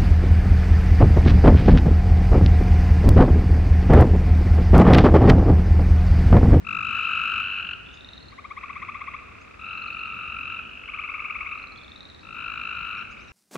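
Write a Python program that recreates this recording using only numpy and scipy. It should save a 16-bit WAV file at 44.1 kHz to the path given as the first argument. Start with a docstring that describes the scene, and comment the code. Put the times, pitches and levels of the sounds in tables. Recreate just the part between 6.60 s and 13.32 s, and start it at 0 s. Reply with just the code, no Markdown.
"""Treefrogs round a woodland pond

Treefrogs trill in overlapping bouts: each pulse is a rising harmonic sweep of the vocal cords,
filtered by the vocal sac and head. Smaller frogs creak in runs of ringing clicks, and a far bird
chips and whistles. The tree line returns an echo and the trunks scatter a long reverberant tail.
A soft hiss and a low rumble lie under it all."""
import sys
import numpy as np
from scipy import signal
from scipy.fft import rfft, irfft
from scipy.io import wavfile
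from scipy.ndimage import uniform_filter1d

SR = 44100
rng = np.random.default_rng(int(sys.argv[2]) if len(sys.argv) > 2 else 0)


def unload_wav(signal):
    """Save mono or channel-first audio to the path in sys.argv[1] as 16-bit WAV at rate SR, clipped to [-1, 1]."""
    wavfile.write(
        sys.argv[1],
        SR,
        np.round(np.clip(np.atleast_2d(signal).T, -1, 1) * 32767).astype(np.int16),
    )


N = 296352

# Background spectrum, from low rumble to soft hiss; the treble also dips at 12 kHz: frequency_hz,
# relative_density_db
BACKGROUND_SPECTRUM = [(22, -20), (62, 1), (100, -3), (140, -9), (210, -4.5), (450, -10.5), (850, -16.5),
                       (1300, -13), (2600, -20), (3600, -27.5), (6500, -35), (10000, -44.5), (12000, -61.5),
                       (14500, -50.5)]
# Stereo field of the background: frequency_hz, correlation (-1 to 1), left_minus_right_db
BACKGROUND_STEREO = [(60, 0.78, 4.5), (130, 0.33, 1.5), (402, -0.52, 0.3), (1320, -0.091, 0),
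                     (4000, -0.077, 0), (7900, -0.034, 1.5), (13000, 0.18, -2)]
# Slow swell of the rumble: time_s, gain_db
RUMBLE_SWELL = [(0, 6.5), (.8, 3.5), (1.2, 0.5), (2.799, -1.5), (3.7, 2.5), (4.3, -2), (5.499, -1.5),
                (6.7, 2)]
# Treefrog voices, with harmonics relative to the second and all levels before the throat's resonances:
# level_db, pitch_hz, rise_hz, pulse_s, swell_s, first_db, third_db, fourth_db, left_minus_right_db,
# scatter_db
TREEFROG_VOICES = [ (-24.5, 1295, 263, .012, 0.025, -4.5, -23, -30.5, 7.3, -9),
                   (-25, 1410, 330, .0085, 0.079, -10.5, -25, -39.5, 4, -8.5),
                   (-26.5, 1340, 270, .008, 0.038, -7, -22.5, -37, 4.6, -3),
                   (-34, 1115, 310, 0.022, 0.16, .5, -20, -36, 5.4, -9),
                   (-45, 1215, 425, .012, .16, -4.5, -18.5, -36.5, 1.3, -3),
                   (-39, 1220, 403, .01, 0.012, -5, -23.5, -41, 1, -1.5),
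                   (-30, 1320, 248, .0075, .036, -8.5, -29.5, -47, 6.8, -1),
                   (-36.5, 1280, 236, .0095, 0.025, -0.5, -17.5, -43, 2.5, -3.5),
                   (-32, 1380, 310, .007, 0.49, -12.5, -35, -51, 2.1, -5.5),
                   (-27.5, 1210, 320, .019, 0.065, -9.5, -32.5, -46, 7.4, -2.5),
                   (-32.5, 1255, 334, .008, 0.04, -5.5, -29, -45, 1.9, -5.5),
                   (-30, 1320, 243, 0.0083, 0.15, -4.5, -17, -36, 7, -5.5),
                   (-31.5, 1340, 357, .0087, 0.019, -5.5, -27, -49.5, 6.4, -3.5),
                   (-39, 1190, 280, .01, 0.19, -13, -29, -43, 1.5, -6)]
# One trill per voice, slowing as the breath runs out: first_pulse_s, last_pulse_s, gap_count, slowing
TREEFROG_TRILLS = [(.0517, .804, 37, .018), (.239, 1.135, 44, .025), (.2467, .999, 37, .018),
                   (1.727, 2.546, 13, .01), (1.945, 2.943, 32, .01), (1.965, 2.59, 26, .02),
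                   (3.002, 3.993, 45, .017), (2.975, 3.965, 47, .02), (3.575, 4.428, 42, .026),
                   (4.243, 4.925, 13, .034), (4.315, 5.041, 35, .012), (5.634, 6.413, 40, .023),
                   (5.737, 6.423, 36, .03), (6.05, 6.622, 24, .01)]
# Resonances of the vocal sac and head: frequency_hz, gain_db
THROAT_RESPONSE = [(880, -16), (1110, 2.5), (1370, 0), (1580, 3.5), (1720, 4.5), (2100, 0), (2330, -3),
                   (2590, 1.5), (2850, -3), (3500, -2), (3850, 0.5), (4300, -7), (4700, -3.5), (5100, -8.5),
                   (5900, -7.5), (6450, -3), (7200, -9), (7520, 2.5), (7800, -18.5)]
# Creaks of the small frogs: start_s, length_s, first_gap_s, longest_gap_s, loudest_s, relative_peak_db,
# fade_db_per_s, second_harmonic_hz (at the start)
CREAK_RUNS = [(1.262, .33, .0238, 0.045, 1.53, -32.5, 57, 3510),
              (1.3565, .38, .035, 0.057, 1.66, -41.5, 60, 3770),
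              (1.504, .24, .0515, 0.051, 1.62, -45, 50, 4044),
              (3.059, .42, .0352, 0.063, 3.23, -42, 34, 3900),
              (4.9147, .41, .0337, 0.06, 5.08, -41.5, 29, 3870),
              (5.159, .55, .026, .0468, 5.42, -32.5, 70, 3503),
              (5.376, .25, .053, 0.06, 5.45, -44, 42.5, 4020),
              (6.577, .13, .032, .046, 6.69, -48, 46, 3760)]
# The bird's chips: start_s, relative_level_db
BIRD_CHIPS = [(1.328, -56), (2.801, -60.5), (6.502, -57)]
# The two voices of every chip: delay_s, length_s, start_hz, middle_hz, end_hz, relative_level_db
CHIP_TONES = [(0, .03, 5600, 6580, 6830, -1), (.008, 0.02, 5390, 4930, 4460, -2)]
# The bird's whistles: start_s, length_s, start_hz, middle_hz, end_hz, relative_level_db
BIRD_WHISTLES = [(5.61, .017, 5200, 4500, 4160, -57), (6.37, .025, 5480, 5520, 5600, -57),
                 (6.585, 0.03, 4130, 5100, 6340, -58), (6.61, .034, 6400, 6100, 6300, -59.5),
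                 (6.672, 0.041, 6300, 5440, 5300, -57)]

WOODS_T60_S, WOODS_BUILD_S, WOODS_CUTOFF_HZ = 1.47, 0.011, 5000
# A creak's level and pitch grow as the frog presses harder.
CREAK_SWELL_DB_PER_S, CREAK_CLIMB_FRACTION, CREAK_CLIMB_S = 43, 0.1, 0.27
SIDES = np.array([[1], [-1]])  # left, right


def undb(db):
    """Amplitude grows tenfold for every 20 decibels."""
    return 10 ** (np.asarray(db) / 20)


def add(out, start_s, sound):
    """Superposition: a short sound adds to those already in the track."""
    i = max(int(start_s * SR), 0)
    out[i:i + len(sound)] += sound[:max(N - i, 0)]


def flutter(rate_hz):
    """Two moving averages smooth random steps into a slow fluctuation with a spread near 1."""
    hold = int(SR / rate_hz)
    steps = np.repeat(rng.standard_normal(N // hold + 1), hold)
    return 1.3 * uniform_filter1d(uniform_filter1d(steps, hold), hold)[:N]


def background(base_db=-48, flutter_db=1.75, rumble_hz=150):
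    """Partly correlated noise: a soft hiss whose low band, the rumble, is amplitude-modulated."""
    log_hz = np.log(np.maximum(np.arange(N // 2 + 1) * SR / N, 1))

    def curve(table, column):
        """Interpolation along a logarithmic frequency axis."""
        columns = np.transpose(table)
        return np.interp(log_hz, np.log(columns[0]), columns[column])

    correlation = curve(BACKGROUND_STEREO, 1)
    mid, side = rfft(rng.standard_normal((2, N))) * undb(curve(BACKGROUND_SPECTRUM, 1))
    spectrum = np.sqrt(1 + correlation) * mid + np.sqrt(1 - correlation) * side * SIDES
    spectrum *= undb(SIDES * curve(BACKGROUND_STEREO, 2) / 2)
    steady = irfft(spectrum, N)
    rumble = irfft(spectrum * np.exp(-((log_hz - np.log(rumble_hz)) / 0.69) ** 2), N)
    swell_db = np.interp(np.arange(N) / SR, *np.transpose(RUMBLE_SWELL))
    swell = undb(swell_db + flutter_db * flutter(rate_hz=12))
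    return (steady + (swell - 1) * rumble) * undb(base_db) / np.std(steady)


def vocal_pulse(hz, rise_hz, length_s, harmonics_db, rasp=0.15, jitter=0.0097, short_s=0.011):
    """Source and filter: tightening vocal cords glide up, and the throat weights their harmonics."""
    u = np.linspace(-.5, .5, int(length_s * SR))
    knots_s = np.arange(20) * .0018
    roughness = rng.standard_normal((3, 20)) * min(1, short_s / length_s)  # long pulses are smoother
    shake, flap, wobble = (np.interp((u + .5) * length_s, knots_s, row) for row in roughness)
    glide = u - 0.2 * (length_s < short_s) * (u ** 2 - np.mean(u ** 2))  # short pulses level off
    pitch_hz = (hz + rise_hz * glide) * (1 + jitter * wobble)
    phase = 2 * np.pi * np.cumsum(pitch_hz) / SR
    envelope = np.maximum(np.cos(np.pi * u), 0) ** 0.63
    throat = np.transpose(THROAT_RESPONSE)
    fundamental, *upper = (undb(db + np.interp(k * pitch_hz, *throat)) * np.sin(k * phase)
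                           for k, db in enumerate(harmonics_db, 1))
    sac = np.exp(1.32 * u) * (1 + 2 * rasp * flap) * fundamental  # the sac takes it up late
    overtones = np.exp(-0.53 * u) * (1 + rasp * shake) * sum(upper)
    return envelope * (sac + overtones)


def treefrog(voice, first_s, last_s, gap_count, slowing, waver=0.011, sharpen=0.0067):
    """A trill is a pulse train: it swells in, slows a little and creeps up in pitch."""
    db, hz, rise_hz, pulse_s, swell_s, first_db, third_db, fourth_db, pan_db, scatter_db = voice
    u = np.linspace(0, 1, gap_count + 1)
    times_s = first_s + (last_s - first_s) * (u + slowing * (u ** 3 - u))
    efforts = 1 - 0.82 * np.exp(-(times_s - first_s) / swell_s)
    harmonics_db = [first_db, 0, third_db, fourth_db, fourth_db - 4.5, fourth_db - 2.5]
    pitches_hz = hz * (1 + sharpen * (u - .5) + waver * rng.standard_normal(len(u)))
    out = np.zeros(N)
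    for centre_s, effort, pitch_hz in zip(times_s, efforts, pitches_hz):
        pulse = vocal_pulse(pitch_hz, rise_hz, pulse_s, harmonics_db)
        add(out, centre_s - pulse_s / 2, effort * undb(db) * pulse)
    soft_sac = signal.butter(4, 8800, fs=SR, output="sos")  # rounds each pulse's edges
    return pond(signal.sosfilt(soft_sac, out), pan_db, scatter_db, echo_db=-16.5, echo_s=.203)


def scatter(envelope, correlation):
    """Diffuse reflection: dense arrivals merge into stereo noise of unit energy under an envelope."""
    mid, side = rng.standard_normal((2, len(envelope))) * envelope / np.sqrt(np.sum(envelope ** 2))
    return (np.sqrt(1 + correlation) * mid + np.sqrt(1 - correlation) * side * SIDES) / np.sqrt(2)


def pond(source, pan_db, scatter_db, echo_db, echo_s, smear_s=0.0019, reeds_db=-2, reeds_s=0.014):
    """Multipath propagation: direct sound plus reflections from the reeds, trunks and tree line."""
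    t = np.arange(int(1.5 * SR)) / SR
    tail = (1 - np.exp(-t / WOODS_BUILD_S)) * np.exp(-np.log(1000) * t / WOODS_T60_S)
    trunks = scatter(tail, correlation=0.55)
    reeds = undb(reeds_db) * scatter(np.exp(-t / reeds_s), correlation=0.69)
    tree_line = scatter((t > echo_s) * np.exp(-abs(t - echo_s) / smear_s), correlation=1.0)
    response = undb(scatter_db) * (trunks + reeds) + undb(echo_db) * tree_line
    leaves = signal.butter(1, WOODS_CUTOFF_HZ, fs=SR)  # foliage absorbs the treble
    response = signal.lfilter(*leaves, response)
    right = np.roll(source, int(pan_db > 3.2))  # a caller well to the left arrives a sample late
    direct = np.array([source, right]) * undb(SIDES * pan_db / 2)
    return direct + signal.fftconvolve(source[None], response, axes=1)[:, :N]


def creak_clicks(start_s, length_s, first_gap_s, longest_gap_s, loudest_s, peak_db, fade_db_per_s, hz):
    """A click train whose gaps grow geometrically to a limit, as rows of start_s, level_db, pitch_hz."""
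    gaps_s = np.minimum(first_gap_s * 1.1 ** np.arange(20), longest_gap_s)
    age_s = np.r_[0, np.cumsum(gaps_s)]
    uneven, waver = rng.standard_normal((len(age_s), 2)).T
    past_peak_s = start_s + age_s - loudest_s
    swell_db = np.minimum(CREAK_SWELL_DB_PER_S * past_peak_s, -fade_db_per_s * past_peak_s)
    levels_db = peak_db + swell_db + 1.04 * uneven
    climb = CREAK_CLIMB_FRACTION * np.minimum(age_s / CREAK_CLIMB_S, 1)
    pitches_hz = hz * (1 + climb + .008 * waver)
    return np.column_stack([start_s + age_s, levels_db, pitches_hz])[age_s < length_s]


def small_frogs(gain_db=0.7, rise_s=0.0016, droop_per_s=12, first_db=-18, third_db=-28):
    """Damped resonance: each click rings a tiny throat, mainly on harmonic two, and sags in pitch."""
    t = np.arange(SR // 50) / SR
    envelope = (t / rise_s * np.exp(1 - t / rise_s)) ** 2
    out = np.zeros(N)
    for start_s, db, hz in np.vstack([creak_clicks(*run) for run in CREAK_RUNS]):
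        fundamental_hz = hz / 2 * (1 - droop_per_s * (t - rise_s))
        phase = 2 * np.pi * np.cumsum(fundamental_hz) / SR
        ring = undb(first_db) * np.sin(phase) + np.sin(2 * phase) + undb(third_db) * np.sin(3 * phase)
        add(out, start_s, undb(db + gain_db) * envelope * ring)
    return pond(out, pan_db=-2, scatter_db=-4.5, echo_db=-14, echo_s=0.36, smear_s=0.0011, reeds_db=1)


def whistle(length_s, start_hz, middle_hz, end_hz, db):
    """Frequency modulation: a pure tone glides along a parabola through three pitches."""
    u = np.linspace(0, 1, int(length_s * SR))
    arc = np.polyfit([0, .5, 1], [start_hz, middle_hz, end_hz], 2)
    phase = 2 * np.pi * np.cumsum(np.polyval(arc, u)) / SR
    return undb(db) * np.sqrt(4 * u * (1 - u)) * np.sin(phase)


def bird(gain_db=-5.5):
    """Biphonation: two gliding tones overlap in each chip, while a whistle is a single tone."""
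    out = np.zeros(N)
    for start_s, db in BIRD_CHIPS:
        for delay_s, *tone in CHIP_TONES:
            add(out, start_s + delay_s, undb(db) * whistle(*tone))
    for start_s, *tone in BIRD_WHISTLES:
        add(out, start_s, whistle(*tone))
    out *= undb(gain_db)
    return pond(out, pan_db=-5, scatter_db=-3.5, echo_db=-11, echo_s=.2, reeds_db=7, reeds_s=0.027)


def scene():
    """Superposition: the sound pressures of the background and all the callers add."""
    chorus = (treefrog(voice, *trill) for voice, trill in zip(TREEFROG_VOICES, TREEFROG_TRILLS))
    return background() + sum(chorus) + small_frogs() + bird()


def record(dry):
    """Band limiting: a steep elliptic low-pass removes the treble above 15750 Hz."""
    return signal.sosfilt(signal.ellip(10, .1, 80, 15750, fs=SR, output="sos"), dry)


dry = scene()
out = record(dry)
unload_wav(out)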